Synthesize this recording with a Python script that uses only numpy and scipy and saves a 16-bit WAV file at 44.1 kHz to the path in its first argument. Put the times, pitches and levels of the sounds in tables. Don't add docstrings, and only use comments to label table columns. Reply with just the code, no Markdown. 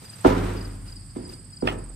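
import sys
import numpy as np
from scipy import signal
from scipy.fft import rfft, irfft, next_fast_len
from scipy.io import wavfile
from scipy.ndimage import uniform_filter1d

SR = 44100
rng = np.random.default_rng(int(sys.argv[2]) if len(sys.argv) > 2 else 0)


def undo_db(level):
    steps = np.asarray(level, float) / 20
    return 10 ** steps


def waveform_to_disk(signal):
    frames = np.transpose(np.atleast_2d(signal))
    scaled = np.clip(frames, -1, 1) * 32767
    samples = np.round(scaled).astype(np.int16)
    wavfile.write(sys.argv[1], SR, samples)


N = 85995


def at(table, hz):
    points = np.array(table)
    return np.interp(np.log(hz + 1), np.log(points[:, 0]), points[:, 1])


def unit(x):
    return x / np.sqrt(np.mean(x ** 2))


def colour(x, gain):
    n = next_fast_len(x.shape[-1] + 4096, True)
    spectrum = rfft(x, n) * gain(np.fft.rfftfreq(n, 1 / SR))
    return irfft(spectrum, n)[..., :x.shape[-1]]


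def pair(size):
    # frequency in Hz, likeness of the channels from 0 to 1.
    alike = [(40, 0.77), (125, 0.98), (300, 0.72), (600, 0.033), (2000, 0.47), (8000, 0.067), (12000, 0.65)]
    likeness = lambda hz: np.clip(at(alike, hz), 0, 1)
    mid, side = rng.standard_normal((2, size))
    mid = colour(mid, lambda hz: np.sqrt(1 + likeness(hz)))
    side = colour(side, lambda hz: np.sqrt(1 - likeness(hz)))
    return np.array([mid + side, mid - side]) / np.sqrt(2)


def walk(rate):
    hold = int(SR / rate)
    steps = np.repeat(rng.standard_normal(N // hold + 1), hold)
    return unit(uniform_filter1d(uniform_filter1d(steps, hold), hold)[:N])


def pan(db):
    return undo_db(np.array([[db / 2], [-db / 2]]))


def air():
    # frequency in Hz, level in dB per Hz.
    air_curve = [(25, -35), (45, -11), (100, 4.5), (200, -6), (350, -24.5), (1500, -26), (6000, -37),
                 (14000, -42.5)]
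    floor = colour(pair(N), lambda hz: undo_db(at(air_curve, hz)) * (hz > 22))
    return undo_db(-47 + walk(2.8)) * unit(floor)


def far_chorus():
    # centre in Hz, width in Hz, level in dB, throbs per second, throb depth in dB,
    # left minus right in dB.
    chorus = [
        (4830, 890, -61, 32, 2.5, 5),
        (8190, 1660, -56.5, 120, 2, -5),
        (8636, 1680, -60.5, 240, -2, -14.5),
    ]
    out = 0
    for centre_hz, width_hz, db, rate, throb_db, pan_db in chorus:
        band = unit(colour(pair(N), lambda hz: 1 / (1 + ((hz - centre_hz) / width_hz * 2) ** 4)))
        out = out + undo_db(db + throb_db * walk(rate) + 0.5 * walk(2.6)) * band * pan(pan_db)
    return out


def scuffs():
    # start in seconds, length in seconds, level in dB, tilt in dB per octave.
    scuff_rows = [
        (-.05, 0.96, -50, -4.5),
        (0.241, 0.092, -26, -10),
        (0.382, 0.088, -29.5, -25),
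        (0.464, 0.11, -40.5, -10),
        (.85, 0.15, -54, -5.5),
        (1.15, 0.056, -50.5, -9.5),
        (1.277, .11, -51.5, -5),
        (1.648, 0.12, -38.5, -10),
    ]
    t, out = np.arange(N) / SR, 0
    for start, length, db, tilt_db in scuff_rows:
        tilt = lambda hz: undo_db(tilt_db * np.log2(hz / 1000 + 0.5)) * hz / (hz + 500)
        hiss = unit(colour(pair(N), tilt))
        swell = np.sin(np.pi * np.clip((t - start) / length, 0, 1) ** 0.56)
        out = out + undo_db(db + 2 * walk(120)) * swell * hiss
    return out


def shower(start, t60, per_s):
    t = np.arange(N) / SR - start
    scatter_db = 6
    size = undo_db(scatter_db * np.tanh(rng.standard_normal(N))) * rng.choice([-1, 1], N)
    hits = rng.random(N) < per_s / SR
    return hits * size * (t > 0) * undo_db(-60 * np.maximum(t, 0) / t60)


def push(t, contact_ms):
    contact_s = contact_ms / 1000
    return np.maximum(t, 0) / contact_s ** 2 / SR * np.exp(-np.abs(t) / contact_s)


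def blow_forces():
    # start in seconds, level in dB, contact in ms, rattle level in dB, rattle t60 in seconds.
    blows = [(0.011, -53, 0.31, 1.5, 0.13), (0.2459, -9.5, 0.14, -10.5, 0.39),
             (0.365, -18, 0.74, -13, 0.76), (0.425, -30.5, 0.36, -7.5, 0.86), (0.543, -37.5, .6, 0, 0.55),
             (.654, -66, .6, -14, 0.52), (1.158, -20, 0.69, -17, 0.46), (1.181, -22, 0.86, -15.5, 0.29),
             (1.232, -29.5, 0.79, -14, 0.82), (1.6218, -14, .5, -14.5, 0.26), (1.646, -24, 0.65, -8, 0.46),
             (1.717, -31.5, 0.48, -6, 0.36), (1.761, -34, 0.87, -9, 0.3), (1.894, -48.5, 0.24, -12, 0.1)]
    t, out = np.arange(N) / SR, np.zeros(N)
    for start, db, contact_ms, rattle_db, t60 in blows:
        clicks = shower(start, t60, per_s=500)
        rattle = signal.oaconvolve(clicks, push(t[:400], contact_ms * 0.63))[:N]
        out += undo_db(db) * (push(t - start, contact_ms) + undo_db(rattle_db - 3) * rattle)
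    return out


def bend(blows):
    late_s, knee_hz = 0.00768, 136
    return colour(blows, lambda hz: np.exp(-2j * np.pi * late_s * knee_hz * np.log(1 + hz / knee_hz)))


def nudge_gain(db):
    nudges_from_s = 1.1
    return np.where(np.arange(N) / SR < nudges_from_s, 1, undo_db(db))


def ring(x, hz, t60):
    pole = np.exp(2j * np.pi * hz / SR - np.log(1000) / (t60 * SR))
    return signal.lfilter([1], [1, -pole], x).imag


def wood(force):
    # frequency in Hz, level in dB, t60 in seconds, left minus right in dB.
    pallet_modes = [(151.6, -13, 0.25, -3), (241.3, -2, 0.11, -2), (287.4, 0, 0.068, -4.5),
                    (361.4, 2.5, 0.082, -1.5), (428.3, -3, 0.071, -11), (506.6, -0.5, 0.064, -10),
                    (649.7, -10, 0.058, -20), (814, -7.5, 0.039, -20.5), (908, -10, 0.1, 11),
                    (994, -8, 0.12, -11.5), (1213, 0.5, 0.031, -5), (1401, -8.5, 0.048, -16),
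                    (1699, -11.5, 0.016, 22), (2190, -11.5, 0.018, 9)]
    out = 0
    for k, (hz, db, t60, pan_db) in enumerate(pallet_modes):
        out = out + (-1) ** k * undo_db(db + 0.5) * pan(pan_db) * ring(force, hz, t60)
    return out


def sheet_boom(force):
    # frequency in Hz, level in dB, t60 in seconds.
    sheet_modes = [(43.05, -15.5, 2.09), (64.1, -20.5, 0.79), (86.8, -20.5, 0.81), (97.7, -16, 1.57),
                   (115, -19.5, 0.62), (142.5, -24.5, 0.62), (180.5, -19, 1.29), (218, -21.5, 0.69),
                   (275.5, -17.5, 0.49)]
    shaken = force * nudge_gain(-7)
    return sum((-1) ** k * undo_db(db) * ring(shaken, hz, t60) for k, (hz, db, t60) in enumerate(sheet_modes))


def slat_clack():
    # frequency in Hz, level in dB, t60 in seconds.
    slat_modes = [(660, 0.5, .02), (900, -1, .02), (1220, -2, .02), (1510, -5.5, .02), (1780, -6.5, .02),
                  (2123, -5.5, .02), (2340, -14.5, .02), (2500, -3.5, .02), (2930, 0, .02),
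                  (3250, -4.5, .02), (5100, -17, 0.014)]
    start, rise_s, longest_ring_s = 1.67, 0.0035, 0.014
    rise = np.clip((np.arange(N) / SR - start) / rise_s, 0, 1)
    knocks = undo_db(-26) * shower(start, t60=0.096, per_s=5000) * rise
    out = 0
    for k, (hz, db, t60) in enumerate(slat_modes):
        out = out + (-1) ** k * undo_db(db) * ring(knocks, hz, min(t60, longest_ring_s))
    spit = colour(knocks, lambda hz: hz / (hz + 500) / (1 + (hz / 3300) ** 4) ** 0.5)
    return out + undo_db(10.5) * spit


def grit(blows):
    t60, top_hz = 0.21, 1855
    fall = np.exp(-np.log(1000) / (t60 * SR))
    thrown = signal.lfilter([1], [1, -fall], np.abs(blows) * nudge_gain(-12))
    flutter = undo_db(1.5 * walk(90))
    hiss = colour(pair(N), lambda hz: hz / (hz + 600) / (1 + (hz / top_hz) ** 2))
    return undo_db(-12) * thrown * flutter * hiss


def shed(x):
    # frequency in Hz, level in dB.
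    echo_colour = [(30, -12), (100, -2), (300, 0), (700, -3), (1500, 0.9), (3000, -4), (6000, -14),
                   (14000, -26)]
    # frequency in Hz, t60 in seconds.
    echo_t60 = [(40, 3.6), (90, 2.7), (200, 2.42), (500, 0.7), (1500, 0.59), (3500, 0.19), (12000, 0.19)]
    size = int(1.4 * SR)
    t, noise, tail = np.arange(size) / SR, pair(size), 0
    for centre_hz in 31 * 2.0 ** np.arange(10):
        octaves = lambda hz: np.clip(np.log2((hz + 1) / centre_hz), -1, 1)
        band = colour(noise, lambda hz: np.cos(np.pi / 2 * octaves(hz)) ** 2 * undo_db(at(echo_colour, hz)))
        tail = tail + band * undo_db(-60 * t / at(echo_t60, centre_hz))
    build_up = np.minimum(t / 0.036, 1)
    return signal.fftconvolve(x[None], tail * build_up * undo_db(-30), axes=1)[:, :N]


def pallet():
    blows = blow_forces()
    force = bend(blows)
    boards, boom = wood(force), sheet_boom(force)
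    clack, dirt = slat_clack(), grit(blows)
    near = boards + clack * pan(-4)
    left_late_s = 0.000491
    left = colour(near[0], lambda hz: np.exp(-2j * np.pi * hz * left_late_s))
    echo = shed(undo_db(23.5) * force + undo_db(-13.5) * clack + dirt[0])
    return np.array([left, near[1]]) + boom + dirt + echo


def strokes(rows, hz, sag_hz):
    t, out = np.arange(N) / SR, 0
    for start, length, db in rows:
        u = np.clip((t - start) / length, 0, 1)
        cycles = length * (hz * u - sag_hz * u ** 3 / 3)
        out = out + undo_db(db) * np.sin(np.pi * u ** 0.81) * np.sin(2 * np.pi * cycles)
    return out


def high_cricket():
    # time in seconds, peak level in dB.
    ticks = [(0.0453, -42.5), (0.1004, -38.5), (0.157, -39.5), (0.2082, -37.5), (0.2656, -36),
             (0.856, -59.5), (0.9028, -49), (0.9561, -45), (1.004, -46), (1.0593, -45), (1.1069, -45.5),
             (1.1667, -43), (1.22, -45), (1.275, -43.5), (1.3349, -43), (1.3937, -42), (1.448, -42),
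             (1.5032, -43), (1.5611, -42.5), (1.616, -43), (1.6711, -40), (1.725, -42), (1.7863, -38.5),
             (1.8407, -39.5), (1.8938, -38)]
    rows = [(s - 0.003, 0.016, db - 11) for s, db in ticks]
    return strokes(rows, hz=8115, sag_hz=157) * pan(-26.5)


def low_cricket():
    # start in seconds, level in dB.
    phrases = [(.048, -48), (.563, -47), (.875, -47.5), (1.246, -46.5), (1.523, -46.5)]
    # delay in seconds, length in seconds, level in dB.
    phrase_strokes = [
        (0, 0.031, -3.5),
        (0.044, 0.016, 0),
        (0.082, 0.0237, -1.5),
        (0.13, 0.036, -14),
    ]
    rows = []
    for start, db in phrases:
        for delay, length, stroke_db in phrase_strokes:
            rows.append((start + delay, length, db + stroke_db + 6.5))
    low = strokes(rows, hz=4997, sag_hz=563)
    return np.array([low, np.roll(low, 7)]) * pan(3)


def crickets():
    near = low_cricket() + high_cricket()
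    echo_t60 = 0.13
    echo = rng.standard_normal((2, 4000)) * undo_db(-36 - 60 * np.arange(4000) / SR / echo_t60)
    return near + signal.fftconvolve(near, echo, axes=1)[:, :N]


def scene():
    return air() + far_chorus() + scuffs() + pallet() + crickets()


def band_limit(x):
    return signal.sosfilt(signal.butter(12, 15190, fs=SR, output="sos"), x)


def record(dry):
    x = signal.sosfilt(signal.butter(2, 33, "high", fs=SR, output="sos"), dry)
    ceiling = 0.93
    x = x / (1 + (x / ceiling) ** 4) ** 0.25
    mix = signal.sosfilt(signal.ellip(8, 0.2, 70, 14600, fs=SR, output="sos"), x)
    return band_limit(mix)


dry = scene()
out = record(dry)
waveform_to_disk(out)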